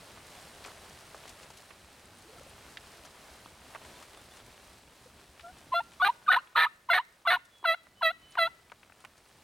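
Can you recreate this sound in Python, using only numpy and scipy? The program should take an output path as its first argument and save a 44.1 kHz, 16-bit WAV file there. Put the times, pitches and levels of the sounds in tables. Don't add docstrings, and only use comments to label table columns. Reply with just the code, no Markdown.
import sys
import numpy as np
from scipy import signal
from scipy.fft import rfft, irfft, next_fast_len
from scipy.io import wavfile
from scipy.ndimage import uniform_filter1d

SR = 44100
rng = np.random.default_rng(int(sys.argv[2]) if len(sys.argv) > 2 else 0)


def dump(signal):
    limited = np.clip(np.atleast_2d(signal).T, -1, 1)
    pcm = np.round(limited * 32767).astype(np.int16)
    wavfile.write(sys.argv[1], SR, pcm)


def gain_from_db(level_db):
    decades = np.asarray(level_db, float) / 20
    return 10 ** decades


N = 415863
TOP_HZ = 16470
LEFT_RIGHT = np.array([[.5], [-.5]])


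def unit(x):
    return x / np.sqrt(np.mean(np.abs(x) ** 2) + 1e-20)


def along(points, hz):
    f, v = np.transpose(points)
    return np.interp(np.log(hz + 1), np.log(f + 1), v)


def curves(rows):
    s, *cols = np.transpose(rows)
    return [np.interp(np.arange(N) / SR, s, c) for c in cols]


def wobble(rate, size=N, count=1):
    knots = rng.standard_normal((count, int(size * rate / SR) + 4))
    u, i = np.modf(np.arange(size) * rate / SR)
    a, b, c, d = (knots[:, i.astype(int) + j] for j in range(4))
    bend = 2 * a - 5 * b + 4 * c - d + u * (3 * (b - c) + d - a)
    return b + .5 * u * (c - a + u * bend)


def filtered(x, response):
    m = next_fast_len(N + SR // 2)
    return irfft(rfft(x, m) * response(np.fft.rfftfreq(m, 1 / SR)), m)[..., :N]


def bump(hz, centre_hz, width_hz):
    return 1 / (1 + (2 * (hz - centre_hz) / width_hz) ** 2)


# frequency in Hz, likeness 0-1.
PORT_LIKENESS = [(60, .999), (150, .998), (380, 0.99), (950, 0.94), (2380, 0.85), (5980, 0.83),
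                 (10000, 0.88), (12000, .993), (13500, 1)]


def rush(spectrum, crackle_db):
    grains = gain_from_db(crackle_db * np.repeat(rng.exponential(1, N // 64 + 1), 64)[:N])
    pair = rng.standard_normal((2, N)) * grains

    def response(hz):
        turn = np.arccos(np.clip(along(PORT_LIKENESS, hz), -1, 1)) / 2
        return gain_from_db(along(spectrum, hz)) * [np.cos(turn), np.sin(turn)]

    mid, side = filtered(pair, response)
    return unit(np.array([mid + side, mid - side]))


# time in seconds, level in dB.
WIND = [(0.0, -55), (0.68, -52.5), (1.21, -54.5), (1.65, -57.5), (2.18, -58), (2.39, -56), (2.86, -56),
        (3.55, -57.5), (3.89, -54), (4.07, -55.5), (4.73, -59), (5.07, -60.5), (5.93, -59.5), (6.09, -61),
        (6.7, -67), (7.98, -66.5), (8.25, -66), (9.43, -63)]
# time in seconds, change in dB.
GAIN_DIP = [(5.95, 1), (6.8, -5), (8.1, 0), (9.43, -2.5)]
# frequency in Hz, density in dB per Hz.
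RUMBLE_SPECTRUM = [(12, -41), (20, -17), (65, -3), (130, -6), (236, -8.5), (350, -13), (460, -22.5),
                   (770, -120)]
RUSTLE_SPECTRUM = [(150, -9), (250, -5.5), (406, 2), (454, 0), (605, 2.5), (3500, -5.5), (4550, -24),
                   (7700, -120)]
HISS_SPECTRUM = [(1760, -12.5), (3000, -18.5), (3900, 3.5), (6500, -1.5), (9330, -2.5), (16300, -15)]
HUSK_SPECTRUM = [(5500, -38), (8000, -1.5), (9500, -2), (10500, -12), (12500, -37)]
PREAMP_SPECTRUM = [(1000, -11), (5000, -17.5), (9500, -6.5), (12000, -8.5), (16300, 3)]


def field():
    rustle_db, = curves(WIND)
    dip_db, = curves(GAIN_DIP)
    wind_db = rustle_db + 56.5
    rumble_db = -64 + .48 * wind_db + dip_db
    hiss_db = -60.5 + .99 * wind_db
    gust = wobble(14)
    low = gain_from_db(rumble_db + 2.1 * wobble(13)) * rush(RUMBLE_SPECTRUM, crackle_db=.1)
    mid = gain_from_db(rustle_db + .9 * gust) * rush(RUSTLE_SPECTRUM, crackle_db=1.7)
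    high = gain_from_db(hiss_db + .9 * gust) * rush(HISS_SPECTRUM, crackle_db=1.4)
    husks = gain_from_db(hiss_db - 12.5) * rush(HUSK_SPECTRUM, crackle_db=2.9)
    preamp = gain_from_db(-75) * rush(PREAMP_SPECTRUM, crackle_db=1.6)
    return low + mid + high + husks + preamp


# start in seconds, peak level in dB.
WINGBEATS = [(0.154, -58), (0.368, -57), (0.788, -54), (1.107, -63), (1.32, -60), (1.833, -53),
             (2.268, -56.5), (2.655, -56), (2.997, -54), (3.31, -50), (3.592, -53), (3.852, -57),
             (4.093, -62), (4.299, -59.5), (4.501, -55), (4.684, -56), (4.853, -55), (5.012, -59),
             (5.155, -57), (5.289, -54), (5.407, -57), (5.523, -54), (5.619, -65)]


def thumps():
    out, t = np.zeros(N + SR), np.arange(SR // 4) / SR
    rise_s, t60_s, pitch_hz = .01, .1, 66
    shape = gain_from_db(-60 * t / t60_s) * (1 - np.exp(-t / rise_s))
    push = shape / shape.max() * np.sin(2 * np.pi * pitch_hz * t)
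    for s, db in WINGBEATS:
        out[round(s * SR):][:len(t)] += gain_from_db(db - 1) * push
    return out[:N]


# start in seconds, peak level in dB, pitch in Hz, left over right in dB.
STALK_SNAPS = [(0.641, -36.5, 2700, 7), (0.648, -31.5, 1520, 3), (0.669, -44, 1110, 7),
               (0.68, -38, 710, -2), (1.145, -32.5, 660, -1.5), (1.706, -41, 1120, -11),
               (2.771, -28.5, 1870, -3.5), (2.774, -50.5, 910, -1), (3.748, -30.5, 870, 1),
               (3.756, -33.5, 920, -9), (5.395, -39.5, 1730, 6), (5.408, -43, 2110, -2),
               (6.472, -47, 1590, 0), (7.628, -41.5, 500, 0.5), (7.868, -45, 870, -8),
               (8.353, -30.5, 900, 3), (8.698, -45, 1290, -5), (8.718, -34.5, 856, 4), (8.83, -44, 1310, 5),
               (8.897, -47, 864, 8), (8.921, -42, 1130, 6), (9.04, -43, 854, 6), (9.049, -34, 1170, -6),
               (9.048, -46.5, 5100, -3), (8.719, -51, 3280, 3)]
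# start in seconds, peak level in dB, pitch in Hz.
DRY_TICKS = [(0.659, -38.5, 630), (1.277, -43, 1620), (1.292, -42, 5170), (1.571, -45.5, 5500),
             (7.45, -55, 5200), (8.32, -51, 3500), (5.918, -50, 1500), (5.933, -49.5, 1500),
             (1.429, -45, 1250), (1.502, -42.5, 620), (1.536, -48, 1280), (3.049, -42, 770),
             (3.704, -46, 735), (3.849, -43, 993), (4.024, -41, 910), (2.93, -53, 700), (5.17, -60, 600),
             (7.58, -58, 4000), (4.369, -46, 1370), (5.582, -49, 3140), (7.215, -58, 630),
             (7.485, -61, 910), (8.629, -68, 5000), (9.004, -52, 705), (9.109, -68, 1300),
             (9.177, -53, 850)]


def snaps():
    out, t = np.zeros((2, N + SR)), np.arange(SR // 16) / SR
    sharp = signal.butter(2, [2500, 8000], "band", fs=SR)
    dull = [(s, db, hz, -22, pan_db, .029) for s, db, hz, pan_db in STALK_SNAPS]
    bright = [(s, db, hz, 0, 2.5, .074) for s, db, hz in DRY_TICKS]
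    for s, db, hz, crack_db, pan_db, t60 in dull + bright:
        shape = gain_from_db(-60 * t / t60) * (1 - np.exp(-t / .00037))
        body, crack = shape * rng.standard_normal((2, len(t)))
        body = signal.lfilter(*signal.butter(3, [hz * .6, hz * 2.2], "band", fs=SR), body)
        crack = signal.lfilter(*sharp, crack)
        snap = body / np.abs(body).max() + gain_from_db(crack_db) * crack / np.abs(crack).max()
        out[:, round(s * SR):][:, :len(t)] += gain_from_db(db - 1.5 + pan_db * LEFT_RIGHT) * snap
    return out[:, :N]


# start in seconds, length in seconds, level in dB.
HUSK_SQUEAKS = [(2.181, 0.011, -54), (2.487, .02, -59), (7.83, .012, -69), (8.195, .006, -66),
                (8.283, .006, -68), (8.299, 0.024, -60), (8.926, .01, -68), (9.001, .01, -65),
                (9.022, .008, -66), (9.112, 0.0045, -69), (9.175, .01, -68), (9.21, 0.01, -70),
                (9.278, .02, -65.5)]


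def squeaks():
    gate = np.zeros(N)
    for s, length, db in HUSK_SQUEAKS:
        size = round(length * SR)
        gate[round(s * SR):][:size] += gain_from_db(db) * np.hanning(size)
    noise = rng.standard_normal(N)
    return gate * unit(filtered(noise, lambda hz: bump(hz, 9200, 1200)))


# start in seconds, length in seconds, pitch in Hz, level in dB.
SOFT_NOTES = [(2.246, 0.037, 336, -54.5), (2.274, 0.047, 438, -54), (2.31, 0.048, 516, -57),
              (2.347, 0.023, 480, -56), (2.36, 0.019, 703, -50.5), (2.381, 0.013, 1330, -49),
              (2.407, 0.011, 530, -48), (2.459, 0.017, 554, -50.5), (2.518, 0.036, 670, -59),
              (2.952, 0.073, 338, -62), (3.022, 0.051, 276, -67), (5.055, 0.022, 500, -50.5),
              (3.903, 0.098, 990, -60), (3.99, 0.05, 960, -60), (3.947, .03, 3570, -58.5),
              (4.175, .03, 3530, -60), (4.305, .03, 3490, -59)]


def purrs():
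    out = np.zeros(N)
    for s, length, hz, db in SOFT_NOTES:
        t = np.arange(round(length * SR)) / SR
        swell = np.sin(np.pi * t / length)
        out[round(s * SR):][:len(t)] += gain_from_db(db) * swell * np.sin(2 * np.pi * hz * t)
    return out


# frequency in Hz, gain in dB.
THROAT_GAIN = [(300, -37), (660, -5.5), (2650, -8.5), (3300, -15), (4000, -9.5), (4650, -26.5),
               (5250, -40.5), (6000, -35.5), (6700, -45), (7500, -53), (8500, -35), (9400, -26.5),
               (10600, -51.5), (12000, -32), (14200, -34), (16300, -47)]
# frequency in Hz, width in Hz, gain in dB.
PIPE_RESONANCES = [(480, 85, -1), (954, 50, -1), (1265, 40, 4.5), (1800, 71, 5), (2104, 33, 0)]


def register(notes, effort_db, beak_hz, tilt_db, purity, odd_db, pipe_db, smear, skull_db, hollow):
    out, cycles = np.zeros(N), np.zeros(N)
    for start, end, hz0, hz1, db, rasp in notes:
        first, size = round((start - .002) * SR), round((end - start + .004) * SR)
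        span, t = slice(first, first + size), np.arange(size) / SR
        k = np.arange(1, int(TOP_HZ / max(hz0, hz1)))[:, None]
        pitch = np.linspace(hz0, hz1, size)
        hz, beak = k * pitch, beak_hz[span]
        cycles[span] = cycles[first] + np.cumsum(pitch) / SR
        shake = hz0 * .00032 * np.sqrt(rasp) * wobble(220, size)
        blur = wobble(smear * hz0, size, len(k)) + 1j * wobble(smear * hz0, size, len(k))
        breath = np.clip(rasp * (.5 + hz0 * k / 1600) + np.maximum(hz0 * k / 14000 - .4, 0), 0, 1)
        phase = k * (2 * np.pi * cycles[span] + shake) + 1.3 * k ** 2
        wave = (np.sqrt(1 - breath) + np.sqrt(breath / 2) * blur) * np.exp(1j * phase)

        tilt = tilt_db + purity * np.minimum(effort_db[span] + 27, 0)
        slope_db = tilt * np.minimum(k - 1, max(3, 950 / hz0))
        gain = gain_from_db(along(THROAT_GAIN, hz) + slope_db + odd_db * (k % 2))
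        gain = gain * gain_from_db(2.2 * np.minimum(k - 1, 2) / 2 * wobble(45, size, len(k)))
        pipe = sum(gain_from_db(level + pipe_db) ** 2 * bump(hz, c, w) for c, w, level in PIPE_RESONANCES)
        mouth = gain_from_db(16) ** 2 * bump(hz, beak, 180)
        upper_mouth = gain_from_db(-2.5) ** 2 * bump(hz, 1.92 * beak, 500)
        skull = gain_from_db(skull_db) ** 2 * bump(hz, 3500, 570)
        gain = gain * np.sqrt(1 + pipe + mouth + skull + upper_mouth)
        gain = gain * (1 - hollow * bump(hz, 1.52 * beak, 450))
        edge = np.clip(np.minimum(t, t[-1] - t) / .004, 0, 1)
        out[span] += gain_from_db(db) * edge * np.sum(gain * wave.real, axis=0)
    return out


SWOOP_S = .0161
STEADY_RASP, GLIDE_RASP = .023, .15


def clear_note(start, end, entry_hz, hz, sagged_hz):
    recover_s, flick_s, flick_hz = .016, .014, 727
    settled = start + SWOOP_S
    knee, knee_hz = start + .4 * SWOOP_S, entry_hz + .742 * (hz - entry_hz)
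    swoop = [(start, knee, entry_hz, knee_hz, 0, GLIDE_RASP),
             (knee, settled, knee_hz, hz, 0, 2 * STEADY_RASP)]
    broken = any(row[0] - flick_s < end < row[1] for row in DOUBLED_NOTES)
    if broken:
        return [*swoop, (settled, end, hz, sagged_hz, 0, STEADY_RASP)]
    flick, low = end - flick_s, end - flick_s - recover_s
    return [*swoop, (settled, low, hz, sagged_hz, 0, STEADY_RASP),
            (low, flick, sagged_hz, hz, 0, 2 * STEADY_RASP),
            (flick, end, hz, flick_hz, 0, GLIDE_RASP)]


def leak():
    whistle_db, clear_db, rough_db = -23.5, -31, -13
    db, t = np.full(N, whistle_db), np.arange(N) / SR
    for start, end, *_ in CLEAR_NOTES:
        db[(t > start + SWOOP_S) & (t < end - SWOOP_S)] = clear_db
    for notes, level_db in ((MUFFLED_NOTES, clear_db), (DOUBLED_NOTES + RASPY_NOTES, rough_db)):
        for start, end, *_ in notes:
            db[(t > start) & (t < end)] = level_db
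    return uniform_filter1d(db, round(.01 * SR))


# time in seconds, effort in dB, beak resonance in Hz.
EARLY_EFFORT = [
    [(5.42, -62.5, 1360), (5.43, -65, 1360), (5.444, -47, 1360), (5.46, -46, 1370), (5.506, -50.5, 1340),
     (5.522, -70, 1400), (5.54, -65, 1360)],
    [(5.705, -72, 1040), (5.725, -31, 1040), (5.733, -24.5, 1030), (5.745, -28.5, 1020), (5.765, -25, 1306),
     (5.795, -27, 1310), (5.811, -35, 1280), (5.823, -66, 1370), (5.835, -58, 1340)],
    [(5.995, -71, 1210), (6.002, -34, 1260), (6.022, -20.5, 1420), (6.049, -21.5, 1530), (6.057, -26, 1300),
     (6.074, -22.5, 1230), (6.087, -23, 1050), (6.101, -22.5, 1000), (6.12, -66, 1000)],
    [(6.258, -71.5, 1400), (6.265, -46.5, 1400), (6.289, -16.5, 1260), (6.298, -20, 1400),
     (6.306, -19.5, 1490), (6.329, -21, 1550), (6.357, -24, 1490), (6.375, -22, 1140), (6.415, -64.5, 1030)],
    [(6.545, -47, 1300), (6.553, -41, 1280), (6.56, -19, 1280), (6.566, -26, 1490), (6.576, -20.5, 1800),
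     (6.639, -22.5, 1820), (6.653, -25.5, 1700), (6.669, -29.5, 1200), (6.69, -64, 1300)],
]
LATE_EFFORT = [
    [(6.88, -59, 1410), (6.89, -35.5, 1440), (6.902, -22, 1430), (6.922, -22, 1930), (6.942, -21.5, 1960),
     (6.972, -25.5, 1760), (6.98, -23.5, 1660), (7.004, -30.5, 1350), (7.025, -68, 1100)],
    [(7.24, -78, 1380), (7.252, -43, 1420), (7.268, -26.5, 1360), (7.276, -22, 1420), (7.294, -23, 1880),
     (7.316, -22.5, 1830), (7.345, -23, 1520), (7.372, -36.5, 1120), (7.385, -62, 1050)],
    [(7.632, -51, 1410), (7.644, -32.5, 1530), (7.653, -26, 1510), (7.659, -23, 1350), (7.67, -28.5, 1760),
     (7.692, -21, 1910), (7.72, -25, 1870), (7.748, -34.5, 1550), (7.758, -63, 1490)],
    [(8.004, -62, 1390), (8.014, -39.5, 1400), (8.024, -29.5, 1540), (8.033, -22, 1420), (8.041, -27, 1670),
     (8.056, -21.5, 1830), (8.078, -22, 1840), (8.112, -35, 1630), (8.13, -57, 1540)],
    [(8.364, -37, 1410), (8.374, -34, 1350), (8.383, -26.5, 1530), (8.391, -20.5, 1450), (8.4, -25.5, 1710),
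     (8.434, -21.5, 1860), (8.444, -27, 1800), (8.474, -29.5, 1490), (8.495, -72, 1390)],
]
# start and end in seconds, pitch in Hz, level in dB.
OPENING_WHISTLES = [
    (6.265, 6.286, 1587, -7),
    (6.888, 6.898, 1120, 6),
    (7.253, 7.257, 1140, 8),
    (7.642, 7.649, 1064, -1),
    (8.011, 8.023, 1096, 9),
    (8.373, 8.38, 1057, 10),
]
# start and end in seconds, first and last
# pitch in Hz, level in dB.
SLIDING_WHISTLES = [(5.804, 5.826, 866, 1020, 7), (5.998, 6.017, 1208, 1063, 6.5),
                    (6.017, 6.022, 1130, 1230, 2.5), (6.085, 6.113, 875, 1055, 16),
                    (6.363, 6.387, 899, 1122, 12.5), (6.653, 6.667, 840, 1100, 7.5),
                    (6.665, 6.685, 1160, 1350, 6), (6.989, 7.015, 875, 1100, 7),
                    (7.364, 7.374, 910, 1035, 8), (7.743, 7.745, 840, 910, -3), (8.475, 8.49, 880, 1000, 2)]
# start and end in seconds, pitch in Hz, level in dB, rasp 0-1.
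HELD_WHISTLES = [
    (5.719, 5.741, 1032, -9, 0.01),
    (6.28, 6.296, 1220, 6.5, 0.04),
    (6.386, 6.408, 1410, 31, 0.5),
    (6.553, 6.565, 1240, -4, 0.25),
    (7.256, 7.268, 1160, 2, 0.3),
]
# start and end in seconds, first and last pitch in Hz, rasp 0-1.
MUFFLED_NOTES = [
    (5.432, 5.48, 676, 696, 0.07),
    (5.48, 5.522, 700, 770, .05),
    (5.74, 5.805, 678.4, 698, 0.07),
    (6.022, 6.044, 731, 732, 0.01),
    (6.044, 6.053, 725, 766, 0.23),
    (6.297, 6.319, 753, 731, 0.15),
    (6.331, 6.34, 728, 740, 0),
    (6.348, 6.362, 724, 753, 0),
]
# start and end in seconds, entry, settled and sagged pitch in Hz.
CLEAR_NOTES = [
    (6.9, 6.931, 742, 679, 686),
    (7.272, 7.303, 752, 670, 677),
    (7.65, 7.751, 800, 665.7, 652.5),
    (8.019, 8.117, 872, 663.4, 643),
    (8.379, 8.483, 821, 674, 655),
]
# start and end in seconds, first and last pitch in Hz, rasp 0-1.
DOUBLED_NOTES = [
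    (6.047, 6.084, 392, 411, 0.081),
    (6.932, 6.979, 372.5, 367.4, 0.2),
    (7.302, 7.367, 364.7, 360.4, 0.18),
]
# start and end in seconds, pitch in Hz, level in dB, rasp 0-1.
RASPY_NOTES = [
    (6.316, 6.336, 258, -13.5, 0.37),
    (6.341, 6.35, 263, -8, 0.15),
    (6.36, 6.373, 249, -9, 0.3),
    (6.563, 6.653, 158.1, -14, 0.54),
    (6.977, 6.989, 248.5, -5.5, 0.3),
    (6.931, 6.944, 234.5, -8.5, 0.46),
    (7.302, 7.328, 232.8, -13, 0.56),
]


def turkey():
    effort_db, beak_hz = curves(np.concatenate(EARLY_EFFORT + LATE_EFFORT))
    whistle = [(a, b, hz, .82 * hz, db, .072) for a, b, hz, db in OPENING_WHISTLES]
    whistle += [(*row, .06) for row in SLIDING_WHISTLES]
    whistle += [(a, b, hz, hz, db, rasp) for a, b, hz, db, rasp in HELD_WHISTLES]
    muffled = [(*row[:4], 0, row[4]) for row in MUFFLED_NOTES]
    doubled = [(*row[:4], 0, row[4]) for row in DOUBLED_NOTES]
    clear = [part for row in CLEAR_NOTES for part in clear_note(*row)]
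    raspy = [(a, b, hz, 1.02 * hz, db, rasp) for a, b, hz, db, rasp in RASPY_NOTES]

    voice = register(whistle, effort_db, beak_hz, tilt_db=-8, purity=.02, odd_db=4, pipe_db=-20,
                     smear=.3, skull_db=12.5, hollow=.55)
    voice += gain_from_db(-3.5) * register(muffled, effort_db, beak_hz, tilt_db=-1.5, purity=.6, odd_db=.5, pipe_db=-26,
                                  smear=.17, skull_db=1.5, hollow=.95)
    voice += register(clear, effort_db, beak_hz, tilt_db=-1.3, purity=.13, odd_db=-1.5, pipe_db=-22,
                      smear=.27, skull_db=5.5, hollow=.18)
    voice += register(doubled, effort_db, beak_hz, tilt_db=-.5, purity=.1, odd_db=-4, pipe_db=4.5,
                      smear=.73, skull_db=0, hollow=.43)
    voice += gain_from_db(-12) * register(raspy, effort_db, beak_hz, tilt_db=3.5, purity=.1, odd_db=3, pipe_db=15.5,
                                 smear=.6, skull_db=8, hollow=.4)
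    voice = voice / np.sqrt(np.abs(uniform_filter1d(voice ** 2, round(.014 * SR))) + .01)

    breath, heave = rng.standard_normal((2, N))
    air = unit(filtered(breath, lambda hz: gain_from_db(along(THROAT_GAIN, hz)) * hz / (hz + 1500)))
    air += gain_from_db(-24.5) * unit(filtered(heave, lambda hz: bump(hz, 0, 500)))
    sounding = effort_db > -54
    return gain_from_db(effort_db) * (voice + sounding * gain_from_db(leak()) * air)


def tail(decay, delay_s):
    hz, t, z = signal.stft(rng.standard_normal((2, SR // 2)), SR, nperseg=256)
    z = z * gain_from_db(-60 * t / along(decay, hz)[:, None])
    colour = hz / (hz + 2500) * (hz < 11000)
    plain = signal.istft(z, SR, nperseg=256)[1]
    answer = signal.istft(z * colour[:, None], SR, nperseg=256)[1] / np.linalg.norm(plain[0])
    return np.pad(answer, ((0, 0), (round(delay_s * SR), 0)))[:, :SR // 2]


# frequency in Hz, left over right in dB.
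PORT_LEVEL = [(300, -.1), (700, -.3), (1100, .3), (1500, .5), (2100, -2), (2800, -2), (3600, -3),
              (4300, -4), (6000, 0), (9400, -1), (12000, 0)]
# frequency in Hz, left ahead of right in radians.
PORT_LEAD = [(300, .05), (700, .08), (1400, .25), (2100, .4), (3300, .5), (4100, .7), (6000, .3),
             (9400, .5), (11500, .03)]
# frequency in Hz, t60 in seconds.
TREE_DECAY = [(500, .45), (1800, .6), (5000, .3)]
STUBBLE_DECAY = [(500, .04), (2000, 0.028), (5000, 0.049), (10000, 0.033)]


def at_ports(bird):
    direct = filtered(bird, lambda hz: gain_from_db(LEFT_RIGHT * along(PORT_LEVEL, hz))
                      * np.exp(1j * LEFT_RIGHT * along(PORT_LEAD, hz)))
    answer = gain_from_db(-24.5) * tail(TREE_DECAY, .025) + gain_from_db(-8) * tail(STUBBLE_DECAY, .00105)
    return direct + signal.oaconvolve(bird[None], answer, axes=1)[:, :N]


# time in seconds, pitch in Hz, level in dB.
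SONG_WHISTLES = [
    [(7.49, 3470, -76), (7.55, 3390, -64), (7.65, 3320, -65), (7.83, 3290, -69)],
    [(7.95, 2970, -70), (8.0, 3010, -61), (8.07, 3070, -76), (8.2, 3030, -73)],
    [(8.17, 2980, -75), (8.23, 3020, -63), (8.31, 3010, -63), (8.38, 3020, -64)],
]


def songbird():
    out, flutter = np.zeros(N), wobble(20)[0]
    for rows in SONG_WHISTLES:
        s, hz, db = np.transpose(rows)
        span = np.arange(round(s[0] * SR), round(s[-1] * SR))
        t = span / SR
        edge = np.clip(np.minimum(t - s[0], s[-1] - t) / .03, 0, 1)
        level = gain_from_db(np.interp(t, s, db) + 2.5 + 1.7 * flutter[span])
        out[span] += edge * level * np.sin(2 * np.pi * np.cumsum(np.interp(t, s, hz)) / SR)
    return out


def scene():
    ground = field() + thumps() + snaps() + squeaks()
    far_song = songbird() * gain_from_db([[-1.5], [1.5]])
    return ground + purrs() + at_ports(turkey()) + far_song


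def low_pass(x):
    return signal.sosfilt(signal.butter(12, 16420, fs=SR, output="sos"), x)


def record(dry):
    mix = filtered(dry, lambda hz: hz < TOP_HZ)
    return low_pass(mix)


dry = scene()
out = record(dry)
dump(out)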